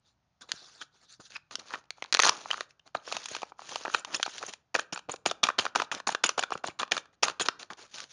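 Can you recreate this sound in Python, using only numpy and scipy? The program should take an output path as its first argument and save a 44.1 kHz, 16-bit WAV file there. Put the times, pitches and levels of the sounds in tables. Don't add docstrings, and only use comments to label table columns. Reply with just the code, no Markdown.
import sys
import numpy as np
from scipy import signal
from scipy.fft import rfft, irfft, next_fast_len
from scipy.io import wavfile
from scipy.ndimage import uniform_filter1d

SR = 44100
rng = np.random.default_rng(int(sys.argv[2]) if len(sys.argv) > 2 else 0)


def pcm_store(signal):
    levels = np.round(np.clip(np.atleast_2d(signal), -1, 1) * 32767)
    wavfile.write(sys.argv[1], SR, levels.astype(np.int16).T)


def decibels_to_gain(level_db):
    exponent = np.asarray(level_db, float) / 20
    return 10 ** exponent


N = 358091

# freq_hz, level_db (per Hz)
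FOIL_COLOUR = [(900, -19), (1500, -2), (2160, -4), (2630, -1.5), (3800, -2), (4300, -1.5), (5100, -4.5),
               (6300, -3.5), (7100, -6), (7600, -21.5), (8000, -22), (8400, -53)]
# freq_hz, level_db (per Hz)
SHELL_COLOUR = [(35, -72.5), (60, -16), (294, -2), (1060, 0), (1270, 2), (1740, -8), (2150, -11),
                (2400, -12), (3120, -51.5), (5280, -120)]


def evened(x):
    return x / np.sqrt(np.mean(x ** 2) + 1e-20)


def read(points, hz):
    freq_hz, value = np.transpose(points)
    return np.interp(np.log(hz + 1), np.log(freq_hz + 1), value)


def add(mix, start_s, sound):
    part = mix[round(start_s * SR):][:len(sound)]
    part += sound[:len(part)]


def causal(*spectra):
    hz = abs(np.fft.fftfreq(4096, 1 / SR))
    level_db = np.maximum(sum(read(s, hz) for s in spectra), -90)
    log_gain = np.log(decibels_to_gain(level_db))
    taps = np.fft.ifft(np.exp(np.conj(signal.hilbert(log_gain)))).real[:1024]
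    return taps / np.linalg.norm(taps)


def ring(x, hz, width_hz):
    r = np.exp(-np.pi * width_hz / SR)
    poles = [1, -2 * r * np.cos(2 * np.pi * hz / SR), r * r]
    once = signal.lfilter([1, -1], poles, x)
    return signal.lfilter([1], poles, once)


def patchy(x, depth_db):
    z = signal.stft(x, nperseg=256)[2]
    patches = uniform_filter1d(rng.standard_normal(z.shape), 5, 0)
    patches = uniform_filter1d(patches, 9, 1)
    return signal.istft(z * decibels_to_gain(depth_db * evened(patches)), nperseg=256)[1][:N]


def gritty(grain_db, slips_per_s, wander_db):
    size = decibels_to_gain(grain_db * np.minimum(rng.exponential(1, N), 3))
    happens = rng.random(N) < slips_per_s / SR
    slips = size * happens * rng.standard_normal(N)
    clumps = evened(uniform_filter1d(rng.standard_normal(N), 180))
    hiss = evened(slips) + 0.86 * rng.standard_normal(N)
    return patchy(evened(hiss * decibels_to_gain(grain_db * clumps)), wander_db)


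def slide(bright, hollow, grain_db, wander_db, *colour):
    hiss = gritty(grain_db, 2800, wander_db) * bright
    rumble = gritty(grain_db, 1800, wander_db) * hollow
    hiss = signal.oaconvolve(hiss, causal(*colour))[:N]
    return hiss + signal.oaconvolve(rumble, causal(SHELL_COLOUR))[:N]


def air():
    # freq_hz, level_db
    tone_colour = [(35, -24.5), (60, -9), (140, -5), (450, -27.5), (710, -16.5), (1300, -22), (2300, -28.5),
                   (6500, -31.5), (8000, -56)]
    # freq_hz, rms_db
    hum_lines = [(60, -92.5)]
    tone_rms_db = -76.5
    t = np.arange(N) / SR
    gain = decibels_to_gain(read(tone_colour, np.fft.rfftfreq(N, 1 / SR)))
    tone = irfft(rfft(rng.standard_normal(N)) * gain, N)
    waver = 1 + 0.3 * evened(uniform_filter1d(rng.standard_normal(N), 2500))
    hum = sum(decibels_to_gain(db) * np.sqrt(2) * np.sin(2 * np.pi * hz * t) for hz, db in hum_lines)
    return decibels_to_gain(tone_rms_db) * evened(tone) + waver * hum


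def rub():
    # start_s, rise_s, hold_s, hiss_db, rumble_db (hollow, relative)
    grips = [(0.059, 0.07, 0.054, -72, -5), (0.41, 0.002, 0.014, -53, -1),
             (0.561, 0.17, 0.22, -54.5, -10.5), (0.813, 0.044, 0.011, -49.5, -4),
             (0.948, 0.07, 0.026, -68.5, -6), (1.021, 0.081, 0.032, -62, -10.5),
             (1.1, 0.038, 0.041, -55.5, -23), (1.201, 0.0064, 0.0096, -53.5, -4.5),
             (1.254, 0.069, 0.015, -55, -32), (1.3, 0.0047, 0.038, -56, -13),
             (1.344, 0.044, 0.0037, -52.5, -3), (1.592, 0.0035, 0.0049, -49.5, -2.5),
             (1.659, 0.0098, 0.0051, -65.5, -9), (1.779, 0.025, 0.006, -57.5, 1.5),
             (1.511, 0.0053, 0.032, -50, -4.5), (1.733, 0.24, 0.02, -51, -1.5),
             (1.974, 0.038, 0.14, -67.5, 1.5), (2.694, 0.013, 0.0085, -66, -6.5),
             (2.866, 0.031, 0.0058, -63, 3), (7.594, 0.0069, 0.033, -48, -0.5),
             (7.706, 0.01, 0.0036, -49, 9), (7.773, 0.0056, 0.08, -53, -4), (7.958, 0.099, 0.076, -46, -6),
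             (8.112, 0.063, .02, -52, -20)]
    # start_s, rise_s, hold_s, hiss_db, rumble_db
    drags = [(2.15, 0.018, 0.13, -58, -5), (2.268, 0.072, 0.005, -30.5, 1.5),
             (2.319, 0.025, 0.13, -49.5, -3), (2.502, 0.1, 0.12, -48.5, -5),
             (2.948, 0.0052, 0.0091, -48.5, 5), (3.079, 0.098, 0.35, -46.5, -7),
             (3.305, 0.038, 0.06, -48, -8), (3.474, 0.2, 0.023, -62.5, -15),
             (3.589, 0.025, 0.071, -58, -1.5), (3.694, 0.12, 0.22, -46.5, -10.5),
             (3.933, 0.042, 0.056, -44.5, -1.5), (4.074, 0.024, 0.054, -55.5, 5.5),
             (4.141, 0.036, 0.015, -36.5, -3.5), (4.21, 0.023, 0.14, -51.5, -22.5),
             (4.366, 0.28, 0.092, -48, -6.5), (3.146, 0.018, 0.0049, -43.5, 1), (3.71, .008, .008, -48, 0),
             (3.81, 0.0054, 0.0027, -50, -4), (4.483, 0.011, 0.002, -38.5, -3),
             (4.526, 0.0094, .003, -49.5, -21), (7.455, 0.015, 0.0043, -39.5, 3)]
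    # freq_hz, level_db
    skin_colour = [(1400, -7), (2300, -17), (3150, -16), (3500, -6.5), (4500, -6.5), (7000, -8.5)]
    # freq_hz, level_db
    drag_colour = [(1500, -1.5), (3000, -1), (5000, 0), (6500, 2), (7200, -2)]
    rise_db, sag_db_per_s, lift_db_per_s = 36.5, 26, 603.5
    skin_until_s = 1.29

    t = np.arange(0, N, 64) / SR
    start_s, rise_s, hold_s, hiss_db, rumble_db = np.transpose(grips + drags)[:, :, None]
    since = t - start_s
    eased_db = sag_db_per_s * since + lift_db_per_s * np.maximum(since - hold_s, 0)
    lost_db = np.where(since < 0, -rise_db * since / rise_s, eased_db)
    press = decibels_to_gain(hiss_db - lost_db)
    now = np.arange(N) / SR
    bright = np.interp(now, t, press.sum(0))
    hollow = np.interp(now, t, (press * decibels_to_gain(rumble_db)).sum(0))
    skin = now < skin_until_s
    fingers = slide(bright * skin, hollow * skin, 0.16, 3.6, FOIL_COLOUR, skin_colour)
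    spoon = slide(bright * ~skin, hollow * ~skin, 2.3, 2.2, FOIL_COLOUR, drag_colour)
    return fingers + spoon


def flicks():
    # start_s, landing_db, scrape_db, scrape_s
    quick_flicks = [(4.7425, -25.5, -37.5, 0.094), (4.924, -31, -40.5, 0.065), (5.093, -44, -37.5, 0.047),
                    (5.255, -30.5, -31.5, 0.07), (5.4305, -24, -34, 0.08), (5.582, -21, -32.5, 0.11),
                    (5.75, -37, -29.5, 0.098), (5.914, -36.5, -33, 0.079), (6.069, -27.5, -31, 0.069),
                    (6.2352, -29, -30.5, 0.083), (6.376, -30.5, -37, 0.069), (6.516, -36.5, -46.5, 0.083),
                    (6.6367, -49, -37.5, 0.075), (6.789, -44, -30, 0.047), (6.911, -42, -30.5, 0.091),
                    (7.2246, -27, -28, 0.094), (7.396, -30.5, -29, 0.044)]
    # start_s, landing_db, scrape_db, scrape_s
    grazes = [
        (0.488, -56, -45.5, 0.054),
        (7.128, -75.5, -62, 0.024),
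    ]
    # freq_hz, level_db
    edge_colour = [(2200, -0.5), (6800, -2.5)]
    pressure, t = np.zeros(N), np.arange(8000) / SR
    for start_s, land_db, scrape_db, scrape_s in quick_flicks + grazes:
        crunch = decibels_to_gain(land_db - 7.0) * (0.04 + t / 0.0038) * np.exp(1 - t / 0.0048)
        lift = 1 / (1 + np.exp((t - scrape_s) / 0.0059))
        scrape = decibels_to_gain(scrape_db - 8.5 - 102 * t) * np.tanh(t / 0.0013) * lift
        add(pressure, start_s, crunch + scrape)
    return slide(pressure, decibels_to_gain(-1.5) * pressure, 2.6, 3.0, FOIL_COLOUR, edge_colour)


def snaps():
    # start_s, crack_peak_db, ring_peak_db, ring_hz (hollow ring of the shell)
    ticks = [(0.518, -10, -29, 2030), (0.8147, -27.5, -36, 1380), (0.8185, -32.5, -59, 1700),
             (1.2, -51, -48.5, 380), (1.305, -36, -54.5, 1380), (1.366, -30, -54, 1970),
             (1.5102, -37, -42, 1130), (1.555, -14.5, -37, 1400), (1.597, -29, -58, 616),
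             (1.7066, -34, -37, 1210), (1.73, -38, -42, 1350), (1.7375, -35, -24, 1133),
             (1.7416, -46, -37, 1244), (1.7553, -36.5, -34, 968), (1.9059, -18.5, -34, 1950),
             (1.982, -57.5, -48.5, 740), (2.0235, -26, -26, 2040), (2.041, -27, -47, 2080),
             (2.047, -44, -38, 950), (2.795, -50, -61, 1704), (2.876, -40.5, -51, 1213),
             (7.63, -25.5, -43, 1400), (7.7027, -50, -32, 1180), (7.7333, -29.5, -51, 1370),
             (7.984, -27, -62, 1360), (8.0032, -21, -50, 1330), (8.0403, -28, -68, 1400)]
    tear = [(2.1257, -5, -45, 1660), (2.1309, -14, -24.5, 1840), (2.142, -6.5, -29, 2270),
            (2.148, -4.5, -17.5, 1654), (2.17, -16.5, -22.5, 1943), (2.1923, -5.5, -13, 1184),
            (2.198, -12, -8.5, 1945), (2.2177, -18.5, -26.5, 1932), (2.221, -13.5, -28, 1672),
            (2.226, -15.5, -30.5, 1745), (2.2345, -8, -14, 1827), (2.238, -18.5, -20.5, 1070),
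            (2.2427, -12.5, -20, 1792), (2.2478, -8.5, -23.5, 919), (2.2526, -13, -16, 990),
            (2.2643, -11, -15.5, 920), (2.2744, -11.5, -19.5, 968), (2.2812, -13.5, -23, 1170),
            (2.286, -12, -18.5, 1223), (2.2937, 1.5, -13.5, 998), (2.4578, -46, -30.5, 774),
            (2.505, -26, -23.5, 2000), (2.5116, -18, -28, 950), (2.532, -24.5, -25, 972),
            (2.5413, -45.5, -27, 1190), (2.5793, -49, -35.5, 1200), (2.608, -18.5, -23, 1324)]
    threads = [(2.0597, -37, -52, 1490), (2.153, -27, -39, 1700), (2.16, -26, -36, 1690),
               (2.1817, -45, -45, 1620), (2.201, -6, -25, 1700), (2.27, -20, -31.5, 1098),
               (2.2908, -10.5, -23.5, 988), (2.708, -42, -66.5, 1500), (1.38, -65, -49, 700),
               (1.711, -50, -40.5, 1520), (1.72, -49, -40, 1090), (1.763, -51, -43, 1300),
               (1.7445, -34, -30.5, 1900)]
    trips = [(2.9491, -34, -22.5, 640), (3.076, -58, -34.5, 565), (3.124, -12.5, -25, 715),
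             (3.167, -14.5, -26.5, 760), (3.257, -21.5, -39, 1065), (3.285, -27.5, -42, 1120),
             (3.3492, -18, -30, 950), (3.365, -23.5, -29.5, 1300), (3.4303, -29, -25.5, 671),
             (3.5199, -65, -38.5, 653), (3.5922, -47, -35, 693), (3.69, -47.5, -39, 1480),
             (3.7579, -14.5, -23, 1030), (3.8508, -26.5, -26, 920), (3.8561, -47, -26.5, 1340),
             (3.8794, -37, -26.5, 426), (3.8988, -39, -33.5, 1200), (3.94, -20, -31, 1270),
             (3.946, -12, -14, 1370), (4.0479, -18.5, -30.5, 780), (4.145, -13.5, -34, 1410),
             (4.1976, -34, -27.5, 626), (4.2286, -7.5, -23.5, 1350), (4.2624, -21, -25.5, 990),
             (4.2776, -44, -31, 400), (4.381, -22, -55, 1480), (4.4269, -27.5, -26.5, 1260),
             (4.4654, -35, -71, 1287), (4.493, -30.5, -48, 1250), (4.5362, -23, -41, 694)]
    bites = [(4.7501, -13.5, -15.5, 1600), (4.7604, -19.5, -23.5, 568), (4.9257, -25, -33, 810),
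             (5.0941, -49, -29, 676), (5.0879, -41, -35.5, 598), (5.2604, -6.5, -18, 590),
             (5.4378, -2, -20.5, 1070), (5.5876, -7.5, -18, 1190), (5.5956, -16, -30.5, 1330),
             (5.751, -27, -22.5, 1170), (5.7576, -10, -15, 860), (5.915, -32, -24.5, 1270),
             (5.9239, -28, -26, 990), (5.9485, -18.5, -43, 1300), (6.0724, -16.5, -20, 1270),
             (6.0903, -21, -18, 784), (6.2389, -6, -12.5, 1160), (6.2616, -17, -47, 1210),
             (6.38, -21, -19, 613), (6.3924, -12.5, -19, 764), (6.5051, -29.5, -32, 597),
             (6.5212, -39, -19, 750), (6.641, -41, -22.5, 606), (6.7977, -22.5, -25.5, 1203),
             (6.8167, -26, -31, 1354), (6.9188, -7.5, -16.5, 1570), (7.232, -4.5, -14.5, 807),
             (7.2388, -9, -23.5, 1260), (7.2535, -18, -40, 1180), (7.4096, -18, -19.5, 483)]
    skips = [(4.789, -34, -24.5, 1185), (4.7938, -16.5, -21.5, 1380), (4.96, -31.5, -30, 1430),
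             (4.9752, -26.5, -31, 1200), (4.991, -30.5, -42, 1130), (5.139, -31.5, -33.5, 1176),
             (5.1598, -35, -57, 1250), (5.3122, -14, -21, 770), (5.4684, -18.5, -26.5, 1250),
             (5.4872, -19.5, -15.5, 1220), (5.5008, -42, -21.5, 1290), (5.653, -16, -21, 880),
             (5.6637, -30, -21.5, 1240), (5.799, -19, -16.5, 1080), (5.8192, -13, -21.5, 1040),
             (6.0006, -31, -31.5, 1330), (6.1481, -16.5, -17, 1280), (6.291, -10.5, -20, 1150),
             (6.4266, -19.5, -27, 1410), (6.4355, -15.5, -21, 1310), (6.553, -45, -28.5, 890),
             (6.674, -22.5, -33.5, 1260), (6.6832, -28, -29.5, 568), (6.8308, -23, -20, 1180),
             (6.9667, -18, -22, 1240), (6.9776, -17.5, -25.5, 1300), (7.2823, -19, -19.5, 1300),
             (7.2985, -22, -25, 1200), (7.4596, -19, -34.5, 1270), (7.4853, -9, -14, 1385)]
    creaks = [
        (1.8397, -52, -60.5, 743),
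        (1.8546, -58, -69, 660),
        (3.4185, -27.5, -33.5, 900),
        (3.6184, -37, -38.5, 613),
        (4.4352, -43, -29.5, 583),
        (6.1235, -24, -35, 1303),
        (6.576, -31.5, -43, 1240),
        (6.878, -39.5, -43, 826),
        (7.056, -48.5, -49, 1320),
    ]
    glue_modes = [4345, 5820, 4250]
    crease_modes = [2530, 3430, 2400]
    # rise_s, t60_s, mode_share, mode_width_hz, spike (the break against the rattle)
    glue = (.0004, 0.012, .3, 1300, 8)
    # rise_s, t60_s, mode_share, mode_width_hz, spike
    crease = (.0009, .021, 0.17, 1400, 5.66)

    rows = [(row, glue_modes, glue) for row in tear + ticks]
    rows += [(row, crease_modes, crease) for row in trips + bites + skips + creaks]
    rows += [(row, glue_modes, glue) for row in threads]
    out, t = np.zeros(N), np.arange(900) / SR
    foil, shell = causal(FOIL_COLOUR), causal(SHELL_COLOUR)
    burst = 1 + 0.65 * np.exp(-((t - 0.0009) / 0.00013) ** 2)
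    for k, (row, modes, material) in enumerate(rows):
        start_s, crack_db, ring_db, ring_hz = row
        rise_s, t60_s, share, width_hz, spike = material
        swell = 1 - np.exp(-(t / rise_s) ** 2)
        rattle = rng.standard_normal(len(t)) * decibels_to_gain(-60 * t / t60_s) * swell * burst
        snap = rattle - spike * (np.arange(len(t)) == round(rise_s * SR))
        mode = evened(ring(rattle, modes[k % len(modes)], width_hz))
        crack = np.convolve(evened(snap) + share * mode, foil)[:len(t)]
        knock = np.gradient(rattle * decibels_to_gain(-60 * t / 0.037))
        hollow = evened(ring(knock, ring_hz, 720))
        hollow = hollow + 0.83 * evened(np.convolve(knock, shell)[:len(t)])
        crack = decibels_to_gain(crack_db - 1.0) * crack / abs(crack).max()
        hollow = decibels_to_gain(ring_db + 4.5) * hollow / abs(hollow).max()
        add(out, start_s - 0.0004, crack + hollow)
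    return signal.lfilter(*signal.butter(2, 100, "high", fs=SR), out)


def squeaks():
    # top_s, length_s,
    # rms_db, pitch_hz
    narrow_bursts = [(1.362, 0.023, -39, 2430), (1.363, 0.017, -40, 1500), (1.364, 0.027, -47, 4970),
                     (2.971, 0.0058, -44, 4140), (2.2228, 0.0059, -20, 6250), (2.24, 0.0034, -24.5, 6340),
                     (2.25, 0.018, -25.5, 4250), (2.254, 0.0055, -16.5, 6200), (2.2695, 0.005, -21, 6340),
                     (4.807, 0.011, -48, 6750), (4.947, 0.0091, -37, 6850), (5.119, 0.013, -33.5, 6850),
                     (5.272, 0.023, -36, 6760), (5.3, 0.0055, -35, 3600), (5.437, 0.011, -20.5, 3410),
                     (5.593, 0.0089, -27, 4200), (6.073, 0.0075, -34, 6600), (6.081, 0.0087, -28.5, 6670),
                     (6.105, 0.013, -39.5, 6390), (6.121, .014, -42.5, 6840), (6.245, 0.0078, -25, 6650),
                     (6.25, 0.012, -28, 3400), (6.265, 0.014, -29, 6850), (6.266, 0.018, -30.5, 2720),
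                     (6.293, 0.004, -22.5, 6205), (6.396, 0.009, -31, 6800), (6.536, 0.013, -38, 2890),
                     (6.536, 0.015, -48, 6860), (6.669, 0.009, -35, 6770), (6.796, 0.0099, -42, 6200),
                     (6.801, 0.0093, -27, 3430), (7.234, 0.007, -16.5, 5700), (7.249, 0.013, -31.5, 6490),
                     (7.419, .026, -30.5, 6860), (7.42, 0.0095, -30.5, 3260), (7.463, .012, -37, 3770),
                     (2.513, .005, -22.5, 3100), (2.532, .006, -34, 3000), (2.798, .005, -53, 3200),
              (2.708, .008, -62, 2600), (3.076, .03, -49.5, 5600), (3.118, .008, -36.5, 1110),
              (3.26, .008, -40.5, 6820), (3.289, .005, -37.5, 6560), (3.318, .012, -42, 6650),
              (3.47, .007, -63, 4170), (3.724, .005, -38.5, 790), (3.812, .006, -48, 900),
              (3.868, .006, -32, 900), (3.965, .006, -40, 3670), (3.963, .006, -48, 7000),
              (3.995, .01, -43.5, 7100), (4.15, .007, -26, 5410), (4.165, .014, -37, 6920),
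              (4.166, .014, -37, 3300), (4.255, .006, -33.5, 4330), (4.307, .007, -44, 6160),
              (0.822, .016, -40, 3200), (0.824, 0.0094, -51, 6400), (0.822, 0.012, -44, 1590),
              (1.585, .006, -48, 390), (4.42, 0.00506, -41, 745), (4.467, 0.008, -37, 6440),
              (4.39, 0.0063, -39.5, 4250), (5.848, 0.0052, -46.5, 3850), (4.486, 0.008, -43.5, 596),
              (3.0, .005, -60, 3200), (5.452, 0.0086, -29.5, 3300), (5.596, .006, -25, 3000),
              (5.434, 0.0044, -25, 5800), (5.756, .01, -33, 2600), (0.539, .01, -48, 250),
              (1.202, .012, -46.5, 252), (1.553, .02, -54, 200), (2.954, .012, -39, 250),
              (3.317, .015, -43.5, 450), (4.933, .015, -41, 302), (5.094, .015, -34.5, 304),
              (5.143, .012, -38.5, 597), (6.557, .01, -38, 297), (6.69, .012, -39, 250),
              (2.322, .024, -37.5, 1050), (2.361, 0.027, -44, 1100)]
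    out = np.zeros(N)
    for top_s, length_s, db, hz in narrow_bursts:
        t = np.arange(-length_s, min(length_s, 0.02), 1 / SR)[:2000]
        swell = np.exp(-(2.7 * t / length_s) ** 2)
        tone = evened(ring(rng.standard_normal(2000), hz, 570))[:len(t)]
        add(out, top_s - length_s, decibels_to_gain(db) * swell * tone)
    return out


def room(x):
    # freq_hz, t60_s
    decay = [(200, 0.89), (700, 0.38), (1300, 0.36), (3000, 0.27), (9000, 0.2)]
    # freq_hz, level_db
    walls = [(700, -2), (1100, -0.5), (1550, 3), (1900, -0.5), (4000, 0), (7000, 0)]
    x = signal.oaconvolve(x, causal(walls))[:N]
    out, size = 0, next_fast_len(N + SR)
    turn = 2 * np.pi * 2.3 * np.arange(N) / SR
    at = np.arange(200, SR // 2 - 20, 20)
    for k in range(3):
        taps = np.zeros(SR // 2)
        taps[at + rng.integers(0, 20, len(at))] = rng.choice([-1., 1.], len(at))
        hz, t, z = signal.stft(taps, SR, nperseg=256)
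        fade = decibels_to_gain(-60 * t / read(decay, hz)[:, None])
        tail = signal.istft(z * fade, SR, nperseg=256)[1]
        sent = x * np.cos(turn + k * np.pi / 3)
        out = out + rfft(sent, size) * rfft(tail / np.linalg.norm(tail), size)
    return irfft(out, size)[:N] * np.sqrt(2 / 3)


def scene():
    # freq_hz, level_db
    table_dip = [(1750, 0), (2080, -2), (2400, 0)]
    hands = snaps() + rub() + flicks() + squeaks()
    hands = signal.lfilter(*signal.butter(2, 70, "high", fs=SR), hands)
    hands = signal.oaconvolve(hands, causal(table_dip))[:N]
    return (hands + decibels_to_gain(-21.5) * room(hands) + air())[None]


def mirrored(x):
    # freq_hz, level_db
    leak = [(8000, 0), (8500, -5), (9300, -13.5), (10000, -23.5), (10500, -32), (11500, -47.5)]
    mirror_hz, notch_hz = 8000, 201.5
    z, hz = rfft(x), np.fft.rfftfreq(N, 1 / SR)
    edge = round(mirror_hz * N / SR)
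    image = np.conj(z[:, edge::-1]) * decibels_to_gain(read(leak, hz[edge:2 * edge + 1]))
    both = np.concatenate([z[:, :edge], image], axis=1)
    gap = np.tanh(abs(hz[:2 * edge + 1] - hz[edge]) / notch_hz)
    return irfft(both * gap, N)


def band_limit(x):
    return signal.sosfilt(signal.butter(12, 11330, fs=SR, output="sos"), x)


def record(dry):
    rounded = np.tanh(dry * 1.072) / 1.136
    band = signal.firwin(201, 11150, window=("kaiser", 9), fs=SR)
    limited = signal.oaconvolve(mirrored(rounded), band[None], "same")
    return band_limit(limited)


dry = scene()
out = record(dry)
pcm_store(out)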